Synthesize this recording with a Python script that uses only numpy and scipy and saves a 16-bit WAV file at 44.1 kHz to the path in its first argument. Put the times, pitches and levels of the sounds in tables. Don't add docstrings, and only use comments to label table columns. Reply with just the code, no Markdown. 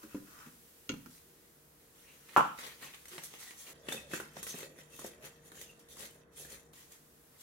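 import sys
import numpy as np
from scipy import signal
from scipy.fft import rfft, irfft, next_fast_len
from scipy.io import wavfile
from scipy.ndimage import uniform_filter1d

SR = 44100
rng = np.random.default_rng(int(sys.argv[2]) if len(sys.argv) > 2 else 0)


def put_to_file(sound):
    columns = np.atleast_2d(sound).T
    safe = np.clip(columns, -1, 1)
    whole_steps = np.round(safe * 32767)
    wavfile.write(sys.argv[1], SR, whole_steps.astype(np.int16))


N = 327632
TIME = np.arange(N) / SR
RING = TIME[:SR // 2]
TOP_HZ = 15900

# start_s, hold_s, level_db, brightness_db
TOSSES = [(3.888, 0.012, -50, -4.5), (3.925, 0.021, -49, -0.5), (4.137, 0.031, -46, 0),
          (4.385, 0.014, -52, -2.5), (4.495, 0.011, -49.5, 6.5), (4.575, .05, -51.5, 0.5),
          (4.795, 0.005, -58, 0), (4.935, 0.0067, -59.5, 3), (5.005, 0.065, -57, 4),
          (5.25, 0.023, -56, 0.5), (5.465, .02, -66, 5.5), (5.56, .07, -57.5, 2), (5.7, 0.018, -66, 1),
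          (5.91, 0.022, -69.5, 8.5), (6.0, 0.058, -53.5, 3), (6.15, .04, -72.5, -4),
          (6.375, 0.061, -61.5, 8), (6.505, 0.05, -56, 3)]
# start_s, hold_s, level_db, brightness_db
SLIDES = [(1.11, 0.055, -68.5, 4), (1.3, 0.18, -76, -3), (1.8, 0.14, -75, -2), (2.08, 0.087, -67, -6.5),
          (2.29, 0.18, -60, -6.5), (2.595, 0.082, -51, -4.5), (2.83, 0.043, -52.5, -4.5),
          (3.12, 0.037, -54, -3), (3.24, 0.017, -60, 6.5), (3.31, 0.044, -57.5, -4.5),
          (3.405, 0.023, -57, 4), (3.47, .035, -58, -3.5), (3.59, .03, -63, 9), (3.675, 0.02, -54, -0.5),
          (6.76, 0.076, -66.5, 3), (6.92, .02, -69, 3), (7.34, .03, -69, -10.5), (7.41, .02, -65, 7.5)]
# start_s, level_db, brightness_db
LANDINGS = [(2.588, -43.5, -2.5), (2.943, -49, 1.5), (3.055, -51, 4.5), (3.082, -57.5, 15), (3.18, -40, -5),
            (3.236, -52, 16.5), (3.338, -48, -2), (3.508, -47, -1), (3.886, -34.5, -4.5), (3.922, -36, 2.5),
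            (4.114, -46.5, 0.5), (4.135, -33.5, -5.5), (4.200, -39, -3.5), (4.368, -44, -4.5),
            (4.429, -48.5, 17), (4.467, -42.5, 4.5), (4.542, -47.5, -14), (4.788, -54, -13),
            (4.992, -44.5, 3), (5.020, -56, -13), (5.046, -48.5, -25), (5.183, -63, -12),
            (5.518, -49, -0.5), (5.614, -47.5, 9.5), (5.793, -64, 11.5), (5.969, -54, 7), (6.028, -55, -4),
            (6.449, -51, 4), (6.734, -57.5, 6), (6.920, -63, 16)]
# delay_s, slap_level_db, crackle_level_db
JOLT = (.007, -23.5, -37.5)
# middle_s, half_length_s, depth_db
LULL = (6.272, 0.047, 11)
# start_s, end_s
FAR_SPAN = (3.733, 6.73)
# frequency_hz, density_db_per_hz
THUD_SPECTRUM = [(30, -49.5), (65, -22.5), (140, -2.5), (260, 0), (380, 2), (560, 1.5), (800, -10.5),
                 (1500, -33.5), (4000, -66)]
# frequency_hz, density_db_per_hz
SLAP_SPECTRUM = [(300, -18), (700, -5.5), (1300, -1.5), (2000, -1), (2600, -8), (5000, -20), (15000, -48)]
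# frequency_hz, density_db_per_hz
RUB_SPECTRUM = [(400, -30.5), (800, 2.5), (1400, 1), (2100, 4), (3600, -0.5), (4800, -2.5), (7000, -35.5)]
# frequency_hz, density_db_per_hz
CRUST_SPECTRUM = [(1800, -56.5), (3300, -7), (5000, -9), (6200, -4), (8500, -6), (12000, -4.5),
                  (15800, -9.5)]
# frequency_hz, width_hz, level_db
SHELL_MODES = [(1915, 55, -3.5), (2616, 65, 0.5), (3150, 70, -2), (3680, 61, -4.5), (5330, 63, -20.5),
               (6130, 190, -9), (5800, 64, -14), (6920, 140, -5), (7510, 75, 3), (8700, 170, 1.5),
               (9880, 68, -2), (10150, 190, -2), (11700, 120, -7)]
# start_s, thud_db, thud_pitch_hz, thud_rise_s, tap_db, clank_db
BUMPS = [(0.031, -48, 315, 0.066, -50.5, -79), (0.146, -34.5, 294, 0.0016, -60.5, -57),
         (0.461, -49.5, 239, 0.01, -70, -61), (0.892, -38.5, 297.6, 0.0089, -47, -32),
         (0.899, -37, 279.6, 0.0015, -52.5, -53), (0.917, -45, 237, 0.0013, -62, -47.5),
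         (0.938, -40.5, 246, 0.00066, -52, -64), (1.060, -49, 254, 0.0025, -48.5, -64)]
# multiple_of_thud_pitch (ratio), level_db, t60_s
POT_MODES = [(.46, -17, 0.22), (.68, 0, 0.12), (1, 9.5, 0.074), (1.3, -3, 0.098), (1.76, -7, .11),
             (3.42, -14, 0.1)]
# start_s, hold_s, level_db
SCRAPES = [(0.023, 0.024, -55.5), (0.114, 0.055, -55), (0.276, .05, -55), (0.348, 0.12, -55)]
# frequency_hz, density_db_per_hz
POT_WALL_SPECTRUM = [(700, -15.5), (1050, -5.5), (1400, 0), (2000, -13), (3500, -20.5), (6000, -15),
                     (9000, -26), (15000, -18)]
# frequency_hz, density_db_per_hz
CLANK_SPECTRUM = [(700, -16), (1300, -5.5), (2200, -11.5), (3400, -10.5), (4600, -7), (6500, -7.5),
                  (8000, -14.5), (11000, -19.5), (15000, -40)]
# frequency_hz, width_hz, level_db
RIM_MODES = [(1390, 94, 7), (1890, 84, 3), (2230, 180, 11.5), (2640, 90, 5), (2800, 160, 9),
             (3280, 300, 3.5), (4200, 440, -5), (6450, 400, -2.5)]
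# frequency_hz, width_hz, level_db, t60_s
RIM_TAIL = (2697, 597, -16, 0.15)
# frequency_hz, density_db_per_hz
KNOCK_SPECTRUM = [(60, -58.5), (150, -28), (340, -20.5), (480, -8.5), (680, -9.5), (850, -1), (1280, -0.5),
                  (1600, -11), (2000, -23.5), (2900, -22), (4000, -39), (7000, -40.5), (15000, -63)]
# frequency_hz, level_db, t60_s
ROOM_MODES = [(510, -13.5, 0.25), (605, -7, .18), (700, -13.5, .35), (858, -6, .35), (943, -4.5, .28),
              (1052, -4, .25), (1043, -2.5, .3), (1130, -4, .27), (1188, -2, .31), (1260, -10, .36),
              (1310, -4, .25), (1350, -4.5, 0.44), (1418, -9, .37), (1496, -9, .35)]
# frequency_hz, density_db_per_hz
BOOM_SPECTRUM = [(30, -38.5), (70, -12), (105, -15.5), (150, -0.5), (250, -1.5), (350, -1.5), (600, -27),
                 (1500, -61)]
# left_delay_s, right_delay_s, level_db
ECHOES = [(.0053, .0058, -6.5), (0.0148, 0.014, -4), (0.0189, .0161, -4), (.0283, 0.021, -3.5),
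          (.0326, .0327, -8), (0.045, .0436, -4)]
# middle_s, frequency_hz, width_hz, length_s, level_db
SQUEAKS_AND_RUBS = [(1.37, 380, 300, 0.22, -71), (2.101, 2620, 900, 0.08, -65.5),
                    (2.859, 2450, 1490, 0.085, -55), (3.145, 380, 150, 0.045, -57.5),
                    (3.481, 1900, 220, 0.066, -61), (3.71, 467, 403, .08, -61.5),
                    (3.858, 583, 200, 0.12, -62), (3.927, 3600, 257, 0.014, -40),
                    (3.978, 2594, 220, .03, -50), (4.052, 576, 170, .08, -59.5),
                    (4.138, 2620, 180, 0.018, -47), (4.432, 2600, 200, 0.019, -55),
                    (4.505, 6150, 800, 0.053, -47.5), (4.64, 460, 360, 0.22, -58),
                    (4.938, 2640, 250, .03, -61), (5.216, 610, 164, 0.09, -63.5),
                    (5.699, 2690, 300, 0.027, -59), (5.925, 3640, 600, 0.037, -63.5)]
# frequency_hz, width_hz, level_db,
# extra_db_when_far
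HUM_BANDS = [(67, 11, -83.5, 10.5), (149.2, 14, -77.5, 7.5), (179.4, 16, -95.5, 12), (635, 130, -89.5, 11)]
# frequency_hz, level_db, extra_db_when_far
WHINE = (469, -77, 7.9)
# frequency_hz, density_db_per_hz
RUMBLE_SPECTRUM = [(20, -21.5), (40, -6), (65, -2.5), (110, -5), (160, -4), (300, -3), (430, -4.5),
                   (700, -10.5), (1300, -13), (1900, -14.5), (3000, -40.5)]
# frequency_hz, density_db_per_hz
HISS_SPECTRUM = [(900, -12), (1850, -5), (2400, -3.5), (4500, -4.5), (6500, -3), (9000, -2), (12000, 0),
                 (15800, -2)]
# time_s, level_db
HISS_LEVELS = [(0, -60), (0.45, -60.5), (0.85, -61.5), (1.15, -62), (1.4, -64.5), (1.6, -65), (1.9, -65),
               (2.5, -61.5), (6.7, -65)]
# frequency_hz, t60_s
KITCHEN_DECAY = [(100, 0.63), (300, 0.27), (1200, 0.39), (3000, 0.45), (8000, 0.32), (15000, 0.15)]
# frequency_hz, left_right_correlation (-1 to 1)
COHERENCE = [(60, 0.75), (160, 0.95), (380, .62), (800, -0.15), (1300, 0.11), (2400, -0.054), (6000, .02)]

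KNOCK_S = 2.3638
SWELL_DB_PER_S, SETTLE_DB_PER_S = 387, 199.5
DULL_SHARE = 0.64
CARRY_S, CREEP_DB = 1.95, -70
JOSTLE_DB, JOSTLE_FADE_DB_PER_S = -68.5, 2
LOAD_DETUNE = 0.03


def tossing():
    middle, half, depth_db = LULL
    lull = amp(-depth_db * np.exp(-((TIME - middle) / half) ** 4))
    jostle = amp(JOSTLE_DB - JOSTLE_FADE_DB_PER_S * (TIME - FAR_SPAN[0])) * far_off()
    levels = motion(TOSSES, SWELL_DB_PER_S, SETTLE_DB_PER_S, jostle) * lull
    return rustle(*levels, per_s=700, patchy_db=3.0, bunch_db=4.5, wet_db=1.5,
                  shell_db=7.5, crust_shell_db=1, tumble_db=-3, pat_db=-10,
                  rub_db=-1.5, tick_db=-5.5, crisp_db=2)


def sliding(swell=400, settle=160):
    creep = amp(CREEP_DB) * (TIME > CARRY_S) * (TIME < FAR_SPAN[0])
    levels = motion(SLIDES, swell, settle, creep) * ~far_off()
    return rustle(*levels, per_s=1600, patchy_db=4.0, bunch_db=3.7, wet_db=3.0,
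                  shell_db=-17, crust_shell_db=-12, tumble_db=-13.5, pat_db=-9,
                  rub_db=-0.5, tick_db=-7, crisp_db=3.5)


def rustle(tumbling, rubbing, crisp, per_s, patchy_db, bunch_db, wet_db,
           shell_db, crust_shell_db, tumble_db, pat_db, rub_db, tick_db, crisp_db):
    bunches = amp(bunch_db * narrow(N, 0, 130))
    tumble_grains = np.tile(grains(N, per_s=300, scatter=0.6)[:1], (2, 1))
    tumble = colour(bunches * tumble_grains, THUD_SPECTRUM)
    pat_grains = np.tile(grains(N, per_s=100, scatter=0.27)[:1], (2, 1))
    pats = colour(pat_grains, SLAP_SPECTRUM)
    rub_grains = bunches * grains(N, per_s, scatter=0.59)
    rub = patchy(colour(rub_grains, RUB_SPECTRUM, SHELL_MODES, shell_db), patchy_db)
    crust_grains = np.sqrt(bunches) * grains(N, per_s * 3, scatter=0.4)
    crust = patchy(colour(crust_grains, CRUST_SPECTRUM, SHELL_MODES, crust_shell_db), depth_db=3.0)
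    layers = [(tumble, tumbling, tumble_db), (pats, rubbing, pat_db), (rub, rubbing, rub_db),
              (ticks(per_s=80, t60=0.028), rubbing, tick_db), (crust, crisp, crisp_db)]
    return sum(amp(db) * level * unit(kitchen(x, wet_db)) for x, level, db in layers)


def ticks(per_s, t60):
    out = np.zeros((2, N))
    t = RING[:SR // 25]
    decay = amp(-60 * t / t60)
    for when, which, detune, size, phase in rng.random((round(per_s * N / SR), 5)):
        mode = int(which ** 2 * 7)
        hz = SHELL_MODES[mode][0] * (0.9 + 0.2 * detune)
        waves = np.sin(2 * np.pi * (hz * t + np.array([[0], [phase]])))
        add(out, when * (N - 1) / SR, (0.23 + size ** 2) * waves * decay)
    return out


def motion(rows, swell, settle, rest):
    power = np.tile(rest ** 2, (3, 1))
    for s, hold, db, bright_db in rows:
        levels_db = [[db - DULL_SHARE * bright_db], [db], [db + bright_db]]
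        power += (amp(levels_db) * stroke(s, hold, swell, settle)) ** 2
    return np.sqrt(power)


def stroke(s, hold, swell, settle):
    before = np.maximum(s - TIME, 0)
    after = np.maximum(TIME - s - hold, 0)
    return amp(-np.minimum(swell * before + settle * after, 200))


def far_off():
    return (TIME > FAR_SPAN[0]) & (TIME < FAR_SPAN[1])


def landings(thud_db=-4, slap_db=-1, crackle_db=-6, close_thud_db=-6):
    out = np.zeros((2, N))
    delay, jolt_slap_db, jolt_crackle_db = JOLT
    add(out, KNOCK_S + delay, clump(-np.inf, jolt_slap_db, jolt_crackle_db))
    for s, db, bright_db in LANDINGS:
        is_far = FAR_SPAN[0] < s < FAR_SPAN[1]
        floor_db = thud_db if is_far else thud_db + close_thud_db
        landing = clump(db + floor_db - DULL_SHARE * bright_db, db + slap_db, db + crackle_db + bright_db)
        add(out, s, landing)
    return out


def clump(thud_db, slap_db, crackle_db):
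    wall = loaded_shell()
    thud = crest(colour(blow(patter=0.066, t60=0.039), THUD_SPECTRUM))
    slap_contacts = burst(per_s=5000, t60=0.033) + blow(patter=0.051, t60=0.0063)
    slap = crest(patchy(colour(slap_contacts, SLAP_SPECTRUM, wall, peak_db=-8), depth_db=4))
    crust_contacts = burst(per_s=14000, t60=0.094)
    crackle = crest(patchy(colour(crust_contacts, CRUST_SPECTRUM, wall, peak_db=4), depth_db=1.5))
    return kitchen(amp(thud_db) * thud + amp(slap_db) * slap + amp(crackle_db) * crackle, wet_db=-3)


def loaded_shell():
    shifts = rng.standard_normal(len(SHELL_MODES))
    return [(hz * np.exp(LOAD_DETUNE * shift), width, db)
            for (hz, width, db), shift in zip(SHELL_MODES, shifts)]


def lift(scrape_db=-2):
    out = np.zeros((2, N))
    for s, thud_db, pitch, rise, tap_db, clank_db in BUMPS:
        modes = [(pitch * ratio, db, t60) for ratio, db, t60 in POT_MODES]
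        thud = ring(modes, spread=0.11) * (1 - np.exp(-RING / rise))
        tap = colour(burst(per_s=8700, t60=0.043), POT_WALL_SPECTRUM)
        add(out, s, amp(thud_db) * crest(kitchen(thud, wet_db=-5.0)))
        add(out, s, kitchen(amp(tap_db) * crest(tap) + amp(clank_db) * clank(), wet_db=-11.5))
    contacts = grains(N, per_s=1200, scatter=0.51)
    scrape = patchy(colour(contacts, POT_WALL_SPECTRUM, SHELL_MODES, peak_db=9), depth_db=2.5)
    drag = np.max([amp(db) * stroke(s, hold, swell=400, settle=210) for s, hold, db in SCRAPES], axis=0)
    return out + amp(scrape_db) * drag * unit(kitchen(scrape, wet_db=0.5))


def clank():
    hz, width, db, t60 = RIM_TAIL
    chatter = colour(burst(per_s=12000, t60=0.063), CLANK_SPECTRUM, RIM_MODES, peak_db=12)
    tail = np.array([narrow(len(RING), hz, width), narrow(len(RING), hz, width)])
    return crest(chatter) + amp(db - 60 * RING / t60) * tail


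def knock(level_db=-15, reverb_db=4, room_ring_db=-12, boom_db=-14, boom_s=0.0112):
    pulse = crest(colour(blow(patter=0.002, t60=0.02), KNOCK_SPECTRUM))
    hit = kitchen(pulse, reverb_db, gap=0.0018)
    for left_s, right_s, db in ECHOES:
        add(hit[:1], left_s, amp(db) * pulse[0])
        add(hit[1:], right_s, amp(db) * pulse[1])
    room_ring = ring(ROOM_MODES, spread=1.7) * (1 - np.exp(-RING / 0.005))
    hit += amp(room_ring_db) * crest(room_ring)
    boom = crest(colour(blow(patter=0.01, t60=0.036), BOOM_SPECTRUM))
    add(hit, boom_s, amp(boom_db) * kitchen(boom, wet_db=-2.0))
    out = np.zeros((2, N))
    add(out, KNOCK_S, amp(level_db) * hit)
    return out


def squeaks_and_rubs():
    out = np.zeros((2, N))
    middle = RING.mean()
    for s, hz, width, length, db in SQUEAKS_AND_RUBS:
        swell = np.exp(-(2 * (RING - middle) / length) ** 2)
        add(out, s - middle, amp(db) * swell * narrow(len(RING), hz, width))
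    return kitchen(out, wet_db=-4.5)


def background():
    return rumble() + hum() + whine() + hiss()


def rumble(level_db=-67, far_db=2.0):
    return amp(level_db + far_db * far_off()) * unit(colour(diffuse(N), RUMBLE_SPECTRUM))


def hum():
    return sum(amp(db + extra_db * far_off()) * narrow(N, hz, width) for hz, width, db, extra_db in HUM_BANDS)


def whine(drift_rad=0.25):
    hz, db, extra_db = WHINE
    phase = 2 * np.pi * hz * TIME + drift_rad * narrow(N, 0, 20)
    return amp(db + extra_db * far_off()) * unit(np.sin(phase))


def hiss(trim_db=1):
    level_db = np.interp(TIME, *np.transpose(HISS_LEVELS)) + trim_db
    return ~far_off() * amp(level_db) * unit(colour(diffuse(N), HISS_SPECTRUM))


def kitchen(x, wet_db, gap=0.0015):
    hz, t, z = signal.stft(diffuse(len(RING)), SR, nperseg=256)
    decay = amp(-60 * t / along(KITCHEN_DECAY, hz)[:, None])
    tail = signal.istft(z * decay, SR, nperseg=256)[1][:, :len(RING)]
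    wet = signal.fftconvolve(x, tail * (RING > gap), axes=1)[:, :x.shape[1]]
    return x + amp(wet_db) * np.std(x) * unit(wet)


def diffuse(n):
    def mid_and_side(hz):
        angle = np.arccos(np.clip(along(COHERENCE, hz), -1, 1)) / 2
        return np.array([np.cos(angle), np.sin(angle)])
    mid, side = filtered(rng.standard_normal((2, n)), mid_and_side)
    return np.array([mid + side, mid - side])


def ring(modes, spread):
    phases = spread * rng.standard_normal((len(modes), 2, 1))
    return sum(amp(db - 60 * RING / t60) * np.sin(2 * np.pi * hz * RING + phase)
               for (hz, db, t60), phase in zip(modes, phases))


def grains(n, per_s, scatter):
    sizes = np.exp(scatter * np.clip(rng.standard_normal(n), -2, 2))
    hits = (rng.random(n) < per_s / SR) * sizes
    return hits * rng.standard_normal((2, n))


def burst(per_s, t60):
    return grains(len(RING), per_s, scatter=0.37) * amp(-60 * RING / t60)


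def blow(patter, t60):
    x = patter * rng.standard_normal(len(RING)) * amp(-60 * RING / t60)
    x[0] = 1
    return np.array([x, x])


def patchy(x, depth_db, size=(4, 9)):
    z = signal.stft(x, nperseg=256)[2]
    across_hz = uniform_filter1d(rng.standard_normal(z.shape[1:]), size[0], 0)
    field = uniform_filter1d(across_hz, size[1], 1)
    return signal.istft(z * amp(depth_db * unit(field)), nperseg=256)[1][:, :x.shape[1]]


def narrow(n, hz, width):
    return unit(filtered(rng.standard_normal(n), lambda f: np.exp(-(2 * (f - hz) / width) ** 2)))


def colour(x, spectrum, peaks=(), peak_db=0, size=4096):
    hz = np.fft.rfftfreq(size, 1 / SR)
    resonances = sum(amp(db + peak_db) / np.hypot(1, 2 * (hz - c) / w) ** 2 for c, w, db in peaks)
    gain = amp(along(spectrum, hz)) * (1 + resonances)
    cepstrum = irfft(np.log(gain + 1e-6))[:size // 2]
    cepstrum[1:] *= 2
    response = irfft(np.exp(rfft(cepstrum, size)))
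    return signal.fftconvolve(x, response[None], axes=1)[:, :x.shape[1]]


def filtered(x, response):
    n = x.shape[-1]
    m = next_fast_len(n + 8192, True)
    return irfft(rfft(x, m) * response(np.fft.rfftfreq(m, 1 / SR)), m)[..., :n]


def along(points, hz):
    f, v = np.transpose(points)
    return np.interp(np.log(hz + 1), np.log(f + 1), v)


def amp(db):
    return 10 ** (np.asarray(db) / 20)


def unit(x):
    return x / np.sqrt(np.mean(x ** 2) + 1e-20)


def crest(x, size=220):
    return x / np.sqrt(uniform_filter1d(np.mean(x ** 2, 0), size).max())


def add(track, s, sound):
    room_left = track[:, round(s * SR):][:, :sound.shape[-1]]
    room_left += sound[..., :room_left.shape[-1]]


def scene():
    fries = tossing() + sliding() + landings()
    basket = lift() + knock() + squeaks_and_rubs()
    return fries + basket + background()


def record(dry):
    return filtered(dry, lambda hz: hz < TOP_HZ)


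dry = scene()
out = record(dry)
put_to_file(out)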